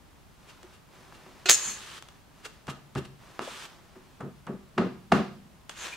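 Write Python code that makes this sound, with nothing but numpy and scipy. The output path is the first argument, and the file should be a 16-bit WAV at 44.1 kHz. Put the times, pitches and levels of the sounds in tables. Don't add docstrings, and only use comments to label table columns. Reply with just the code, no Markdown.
import sys
import numpy as np
from scipy import signal
from scipy.fft import rfft, irfft
from scipy.io import wavfile
from scipy.ndimage import uniform_filter1d

SR = 44100
rng = np.random.default_rng(int(sys.argv[2]) if len(sys.argv) > 2 else 0)


def log_audio(samples):
    frames = np.atleast_2d(samples).T
    limited = np.clip(frames, -1, 1)
    pcm = np.round(limited * 32767).astype(np.int16)
    wavfile.write(sys.argv[1], SR, pcm)


N = 262836
TIME = np.arange(N) / SR
RING_TIME = TIME[:SR // 2]

# freq_hz, density_db
ROOM_RUMBLE = [(12, -29.5), (20, -13), (59, -5.5), (93, -9), (161, -8.5), (282, -15), (352, -17.5),
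               (535, -20.5), (598, -18.5), (727, -20), (934, -19.5), (2210, -27), (3090, -28),
               (15600, -40.5)]
SLEEVE_RUSTLE = [(88, -38.5), (150, -14.5), (193, -5.5), (386, -4.5), (477, -11), (535, -7.5), (1030, -6),
                 (6300, -20), (15000, -34.5)]
SKIN_RUB = [(100, -15.5), (400, -2), (700, -5.5), (1200, 4.5), (2000, -0.5), (3200, 1.5), (5000, -5),
            (8000, -7.5), (11000, -16), (15500, -26.5)]
HARD_TICK = [(100, -8), (500, 3), (1400, 7.5), (2200, 1), (3200, 0.5), (4800, -2), (6200, -1.5), (7400, -2),
             (8700, -3.5), (9500, -13), (15500, -20)]
WOOD_SLAP = [(60, -24.5), (150, -9), (350, -5), (500, -8), (690, -4), (900, -4.5), (1300, -4), (2000, -13),
             (3000, -19.5), (4000, -22.5), (5500, -27), (9000, -33.5), (15500, -43.5)]
BENCH_THUD = [(40, -21), (80, -4), (105, -8), (140, -1.5), (250, -1), (400, -3.5), (680, -1.5),
              (1200, -14.5), (4000, -44)]
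STEEL_CRACK = [(60, -25), (200, -18.5), (370, -4), (550, -6), (900, -8.5), (1700, 0), (2800, -1.5),
               (4400, 2), (5500, -1.5), (7400, 1.5), (9000, -11), (15500, -11)]
STEEL_SIZZLE = [(1000, -30.5), (4000, -12), (5600, -7), (6400, 11.5), (7400, -4.5), (8400, -7.5),
                (11000, -9.5), (15500, -23)]
STEEL_SCRAPE = [(100, -16.5), (400, -8), (700, -9), (1000, -4), (1500, -2), (2100, -6), (2600, -3.5),
                (3700, -7), (5000, -12.5), (6800, -10.5), (9000, -19), (15500, -32.5)]
CLAMP_CHATTER = [(60, -25), (120, -7), (195, 6), (270, -2.5), (320, -7.5), (380, -1.5), (600, -16.5),
                 (1000, -24), (3000, -50), (15000, -77)]

# freq_hz, level_db, t60_s
CLINK_MODES = [(2870, -2.5, 0.058), (3370, 1.5, 0.044)]
HELD_RULE_MODES = [(375, -8, 0.18), (726, -12, .1), (1432, -12, .15), (2570, -8.5, 0.39), (2830, -9, .08),
                   (4210, -9.5, .15)]
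FREE_RULE_MODES = [(1588, -15.5, .15), (1687, -15.5, 0.08), (2540, -24, 0.17), (2790, -17, 0.092),
                   (4280, -17.5, .1), (4280, -11, .12), (5416, -14, .22), (6180, -8, 0.37), (6530, -8, .3),
                   (6417, -3, .3), (6825, -13.5, .18), (6860, -8, 0.2), (7104, 0.5, 0.26), (7520, -9, 0.37),
                   (8280, -13.5, .18), (7880, -9, .15), (8470, -21, .2), (8700, -23, 0.28),
                   (8430, -15.5, 0.33), (8910, -22.5, 0.74), (9685, -25.5, .2), (9940, -17, 0.13),
                   (10540, -21, 0.26), (10400, -27, .2), (12460, -26, .15), (15430, -33.5, 0.1536)]
# freq_hz, width_hz, gain_db
STRIP_RESONANCES = [(428.8, 97, -2), (1245, 75, -3.5), (1670, 55, -7), (2779, 81, 3.5)]
# freq_hz, level_db
BENCH_MODES = [(80, -3.5), (140, 4), (160, -9.5), (199, 2), (222, 1.5), (257, -1), (339, -3), (374, 6),
               (441, -9.5), (492, -6.5), (576, -4), (635, -6.5), (705, -9.5), (885, -1.5), (1055, -2.5)]
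# freq_hz, t60_s
ROOM_DECAY = [(100, 0.94), (300, 0.52), (800, 0.36), (2000, 0.39), (5000, 0.51), (9000, 0.27),
              (15000, 0.33)]

# start_s, end_s, level_db
SLEEVE_MOVES = [(.44, .7, -60), (.96, 1.45, -56.5), (2.0, 2.15, -61.5), (2.38, 2.54, -60),
                (3.24, 3.7, -55.5), (3.8, 4.15, -64)]
STRIP_SLIDES = [(1.76, 1.98, -46), (3.425, 3.655, -44.6)]
# middle_s, level_db, half_length_s
PALM_BRUSHES = [(0.498, -52, 0.024), (0.746, -58, 0.028), (1.152, -56.5, 0.018), (2.458, -39, 0.015),
                (2.703, -41, 0.017), (2.982, -41.5, 0.017), (3.055, -49.5, 0.011)]
# start_s, level_db, t60_s
LIGHT_TAPS = [(0.63, -50, 0.016), (2.024, -43.5, 0.0044), (2.086, -49, 0.017), (2.669, -46.5, .02),
              (2.951, -45, 0.0094), (4.206, -52, .05), (4.467, -51.5, 0.028), (3.3936, -83, .01),
              (5.6937, -35.5, 0.04)]
# start_s, level_db, pitch_hz, t60_s
STRIP_SHIFTS = [(.633, -42, 365, .1), (2.452, -42, 435, 0.15), (2.968, -27.5, 387, 0.11),
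                (3.4735, -31.5, 552, .055), (4.207, -36, 480, 0.052), (4.488, -31, 387, 0.068),
                (5.1195, -11, 680, 0.039)]
# start_s, slap_db, contact_s, thump_db,
# thump_centre_hz
HAND_PATS = [(1.123, -46.5, .0012, -62, 300), (1.259, -48, 0.0039, -53.5, 407),
             (1.669, -51, 0.0077, -44.5, 168), (2.675, -30.5, 0.0074, -33.5, 132),
             (2.951, -30, 0.0063, -23.5, 132), (3.3922, -27, 0.00032, -37.5, 460),
             (3.949, -51, 0.0087, -48, 333)]
# start_s, level_db, t60_s
RULE_TOUCHES = [(1.4575, -24.5, .2), (1.4867, -21, 0.027), (1.4905, -16, .04)]
# start_s, level_db
RULE_BOUNCES = [(1.4958, -10), (1.5052, -16.5), (1.5129, -16), (1.5217, -24), (1.5285, -29), (1.5425, -33)]
# start_s, force_db, thump_db, thump_centre_hz
CLAMP_KNOCKS = [(4.199, -35, -33.5, 165.3), (4.465, -34, -32, 213), (4.7755, -19.5, -19.5, 256),
                (5.1168, -13, -18, 207)]
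# time_s, scrape_db, ring_db
RULE_DRAG = [(5.71, -48.5, -62), (5.748, -56.5, -71), (5.77, -47, -48), (5.842, -40, -39),
             (5.868, -37.5, -55), (5.894, -45.5, -56), (5.938, -45.5, -71), (5.96, -50, -63)]


def amp(db):
    return 10 ** (np.asarray(db) / 20)


def unit(x):
    return x / np.sqrt(np.mean(x ** 2) + 1e-20)


def read(points, hz):
    freq_hz, value = np.transpose(points)
    return np.interp(np.log(hz + 1), np.log(freq_hz), value)


def add(mix, start_s, sound):
    part = mix[:, round(start_s * SR):][:, :sound.shape[1]]
    part += sound[:, :part.shape[1]]


def colour(x, spectrum, cut_hz=np.inf, size=4096):
    hz = abs(np.fft.fftfreq(size, 1 / SR))
    rolloff_db = -10 * np.log10(1 + (hz / cut_hz) ** 4)
    log_gain = np.log(amp(read(spectrum, hz) + rolloff_db))
    taps = np.fft.ifft(np.exp(np.conj(signal.hilbert(log_gain)))).real
    return signal.oaconvolve(x, taps[None, :size // 2], axes=1)[:, :x.shape[1]]


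def noise(count, side_db):
    mid, side = rng.standard_normal((2, count))
    return mid + amp(side_db) * np.array([side, -side])


def flutter(samples):
    return unit(uniform_filter1d(rng.standard_normal(N), size=samples))


def friction(grain_db, side_db):
    clumps = amp(grain_db * flutter(90))
    return unit(noise(N, side_db) * clumps)


def even_noise(envelope):
    x = rng.standard_normal((2, len(envelope))) * envelope
    limit = 2 * envelope / np.linalg.norm(envelope)
    for _ in range(4):
        spectrum = rfft(x)
        flat = irfft(spectrum / (abs(spectrum) + 1e-12), len(envelope))
        x = np.clip(flat, -limit, limit)
    return x


def blow(spectrum, rise_s, t60_s, side_db, cut_hz=np.inf, size=8192):
    t = TIME[:size]
    attack = np.minimum(t / rise_s, 1) ** 2
    decay = amp(-60 * np.maximum(t - rise_s, 0) / t60_s)
    mid, side = even_noise(attack * decay)
    burst = colour(mid + amp(side_db) * np.array([side, -side]), spectrum, cut_hz)
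    return unit(burst) * np.sqrt(.005 * SR / size)


def ring(modes, spread_rad):
    hz, db, t60_s = np.transpose(modes)[:, :, None]
    phase = 2 * np.pi * rng.random(len(hz)) + spread_rad * rng.standard_normal((2, len(hz)))
    waves = amp(db) * np.exp((2j * np.pi * hz - np.log(1000) / t60_s) * RING_TIME)
    return (np.exp(1j * phase) @ waves).real


def strokes(moves, attack_s, release_s):
    gain = np.zeros(N)
    for start_s, end_s, db in moves:
        outside = np.maximum(start_s - TIME, 0) / attack_s + np.maximum(TIME - end_s, 0) / release_s
        gain += amp(db) * np.exp(-outside ** 2)
    return gain


def favoured(table, centre_hz, focus=2.2):
    return [(hz, db - 10 * np.log10(1 + (focus * (hz / centre_hz - centre_hz / hz)) ** 2))
            for hz, db in table]


def harder(force_db, doubling_db, reference_db=-33):
    return 2 ** ((force_db - reference_db) / doubling_db)


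def room_tone():
    return amp(-56) * unit(colour(noise(N, side_db=-3), ROOM_RUMBLE, size=16384))


def rubbing():
    skin = unit(colour(friction(grain_db=1, side_db=-6), SKIN_RUB))
    cloth = unit(colour(friction(grain_db=1, side_db=-10.5), SLEEVE_RUSTLE))
    moves = strokes(SLEEVE_MOVES, attack_s=.05, release_s=.07)
    brushes = sum(amp(db) / (1 + ((TIME - s) / half_s) ** 2) ** 2 for s, db, half_s in PALM_BRUSHES)
    slides = strokes(STRIP_SLIDES, attack_s=.014, release_s=.014)
    return moves * cloth + through_strip(brushes * skin) + slides * skin


def through_strip(x):
    return x + sum(amp(db) * signal.lfilter(*signal.iirpeak(hz, hz / width_hz, SR), x)
                   for hz, width_hz, db in STRIP_RESONANCES)


def ticks(clink_db=-5.5):
    out = np.zeros((2, N))
    for s, db, t60_s in LIGHT_TAPS:
        add(out, s, amp(db) * blow(HARD_TICK, rise_s=.00069, t60_s=t60_s, side_db=-4.5))
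        add(out, s, amp(db + clink_db) * ring(CLINK_MODES, spread_rad=1))
    return out


def strip_clacks(rise_s=.003, tone_db=-1, grain_db=-6):
    out = np.zeros((2, N))
    swell = 1 - np.exp(-(RING_TIME / rise_s) ** 2)
    for s, db, hz, t60_s in STRIP_SHIFTS:
        add(out, s, swell * ring([(hz, db + tone_db, t60_s)], spread_rad=.19))
        grain = blow(favoured(WOOD_SLAP, hz, focus=4), rise_s, t60_s, side_db=-26)
        add(out, s, amp(db + grain_db) * grain)
    return out


def hand_slaps():
    out = np.zeros((2, N))
    for s, db, contact_s, _, _ in HAND_PATS:
        t60_s = .014 + 8 * contact_s
        add(out, s, amp(db) * blow(WOOD_SLAP, contact_s, t60_s, side_db=-17.5, cut_hz=8000))
    for s, db, _, _ in CLAMP_KNOCKS:
        rise_s = .009 / harder(db, doubling_db=27.5)
        t60_s = .07 / harder(db, doubling_db=14.5)
        cut_hz = 2270 * harder(db, doubling_db=10.5)
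        add(out, s, amp(db) * blow(WOOD_SLAP, rise_s, t60_s, side_db=-13.5, cut_hz=cut_hz))
    return amp(-2) * through_strip(out)


def bench_thumps(swell_s=.011, lag_s=.018, boom_t60_s=.24, boom_db=-2, thud_db=-2.5):
    out = np.zeros((2, N))
    swell = 1 - np.exp(-(RING_TIME / swell_s) ** 2)
    pushes = [(s, db, hz) for s, _, _, db, hz in HAND_PATS]
    for s, force_db, db, hz in CLAMP_KNOCKS:
        pushes.append((s + lag_s / harder(force_db, doubling_db=5), db, hz))
    for s, db, centre_hz in pushes:
        modes = [(hz, mode_db, boom_t60_s) for hz, mode_db in favoured(BENCH_MODES, centre_hz)]
        add(out, s, amp(db + boom_db) * swell * ring(modes, spread_rad=.22))
        thud = blow(favoured(BENCH_THUD, centre_hz), rise_s=.017, t60_s=.15, side_db=-15.5)
        add(out, s, amp(db + thud_db) * thud)
    return out * amp([[.5], [-.5]])


def steel_ring(spread_rad=.72, sizzle_db=-6.5, sizzle_t60_s=.14):
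    modes = ring(FREE_RULE_MODES, spread_rad)
    sizzle = unit(colour(noise(len(RING_TIME), side_db=-4.5), STEEL_SIZZLE))
    return modes + amp(sizzle_db) * sizzle * amp(-60 * RING_TIME / sizzle_t60_s)


def rule_clatter(ring_db=-14, buzz=.3, grip_s=1.555):
    cracks, rings = np.zeros((2, 2, N))
    for s, db, t60_s in RULE_TOUCHES:
        crack = blow(STEEL_CRACK, rise_s=.00087, t60_s=t60_s, side_db=-6.5, cut_hz=4600)
        add(cracks, s, amp(db) * crack)
        add(rings, s, amp(db + ring_db) * steel_ring())
    first_s, first_db, _ = RULE_TOUCHES[0]
    add(cracks, first_s, amp(first_db) * ring(HELD_RULE_MODES, spread_rad=.26))
    for s, db in RULE_BOUNCES:
        crack = blow(STEEL_CRACK, rise_s=.0005, t60_s=.021, side_db=-9, cut_hz=15000)
        add(cracks, s, amp(db) * crack)
        add(rings, s, amp(ring_db + .36 * db) * steel_ring())
    chatter = 1 + buzz * flutter(70)
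    damping = np.exp(-np.maximum(TIME - grip_s, 0) / .004)
    return (cracks + rings * chatter * damping) * amp([[-.6], [.6]])


def rule_slides(damp_s=.045):
    slips = friction(grain_db=1.5, side_db=-7.5)
    damped_ring = steel_ring(spread_rad=.93, sizzle_db=-1) * np.exp(-RING_TIME / damp_s)
    singing = signal.oaconvolve(slips, damped_ring, axes=1)[:, :N]
    push = strokes([(1.575, 1.693, 0)], attack_s=.053, release_s=.06)
    drag_s, scrape_db, ring_db = np.transpose(RULE_DRAG)
    scrape_gain = amp(-40.5) * push + amp(.5 + np.interp(TIME, drag_s, scrape_db, left=-np.inf))
    sing_gain = amp(-35.5) * push + amp(-5 + np.interp(TIME, drag_s, ring_db, left=-np.inf))
    return scrape_gain * unit(colour(slips, STEEL_SCRAPE)) + sing_gain * unit(singing)


def clamp_shudders(shudder_db=-10, rattle_db=-12):
    chatter = unit(colour(friction(grain_db=2.5, side_db=-14), CLAMP_CHATTER))
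    spells = [(s + .018, s + .086, thump_db + shudder_db) for s, _, thump_db, _ in CLAMP_KNOCKS]
    out = strokes(spells, attack_s=.016, release_s=.016) * chatter
    for s, force_db, _, _ in CLAMP_KNOCKS:
        cut_hz = 650 * harder(force_db, doubling_db=4)
        rattle = blow(WOOD_SLAP, rise_s=.04, t60_s=.34, side_db=-22, cut_hz=cut_hz, size=16384)
        add(out, s, amp(force_db + rattle_db) * rattle)
    return out


def edge_squeak(middle_s=5.932, half_length_s=.0099, pitch_hz=2400, waver=.04):
    hz = pitch_hz * (1 + waver * flutter(60))
    tone = unit(np.sin(2 * np.pi * np.cumsum(hz) / SR))
    return amp(-40) * np.exp(-((TIME - middle_s) / half_length_s) ** 2) * tone


def workshop_reverb(send, predelay_s=.006):
    taps = rng.choice([-1., 1.], (2, SR)) * (TIME[:SR] > predelay_s)
    hz, t, (mid, side) = signal.stft(taps, SR, nperseg=512)
    side = side * np.minimum(.25 + .25 * hz / 1100, .85)[:, None]
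    decay = amp(-60 * t / read(ROOM_DECAY, hz)[:, None])
    _, tail = signal.istft(np.array([mid + side, mid - side]) * decay, SR, nperseg=512)
    return signal.fftconvolve(send, tail / np.linalg.norm(tail[0]), axes=1)[:, :N]


def scene():
    clatter = rule_clatter()
    smacks = hand_slaps()
    booms = bench_thumps() + strip_clacks() + clamp_shudders()
    details = ticks() + rubbing() + rule_slides() + edge_squeak()
    send = amp(-13) * clatter + amp(-2.5) * smacks + amp(-13) * booms + amp(-9.5) * details
    return clatter + smacks + booms + details + workshop_reverb(send) + room_tone()


def record(dry, widen_above_hz=7000, widening=.65, ceiling=.88, top_hz=15800):
    highpass = signal.butter(2, widen_above_hz, "highpass", fs=SR)
    side = signal.lfilter(*highpass, (dry[0] - dry[1]) / 2)
    clipped = np.clip(dry + widening * np.array([side, -side]), -ceiling, ceiling)
    lowpass = signal.firwin(511, top_hz, window=("kaiser", 9), fs=SR)
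    return signal.oaconvolve(clipped, lowpass[None], "same")


dry = scene()
out = record(dry)
log_audio(out)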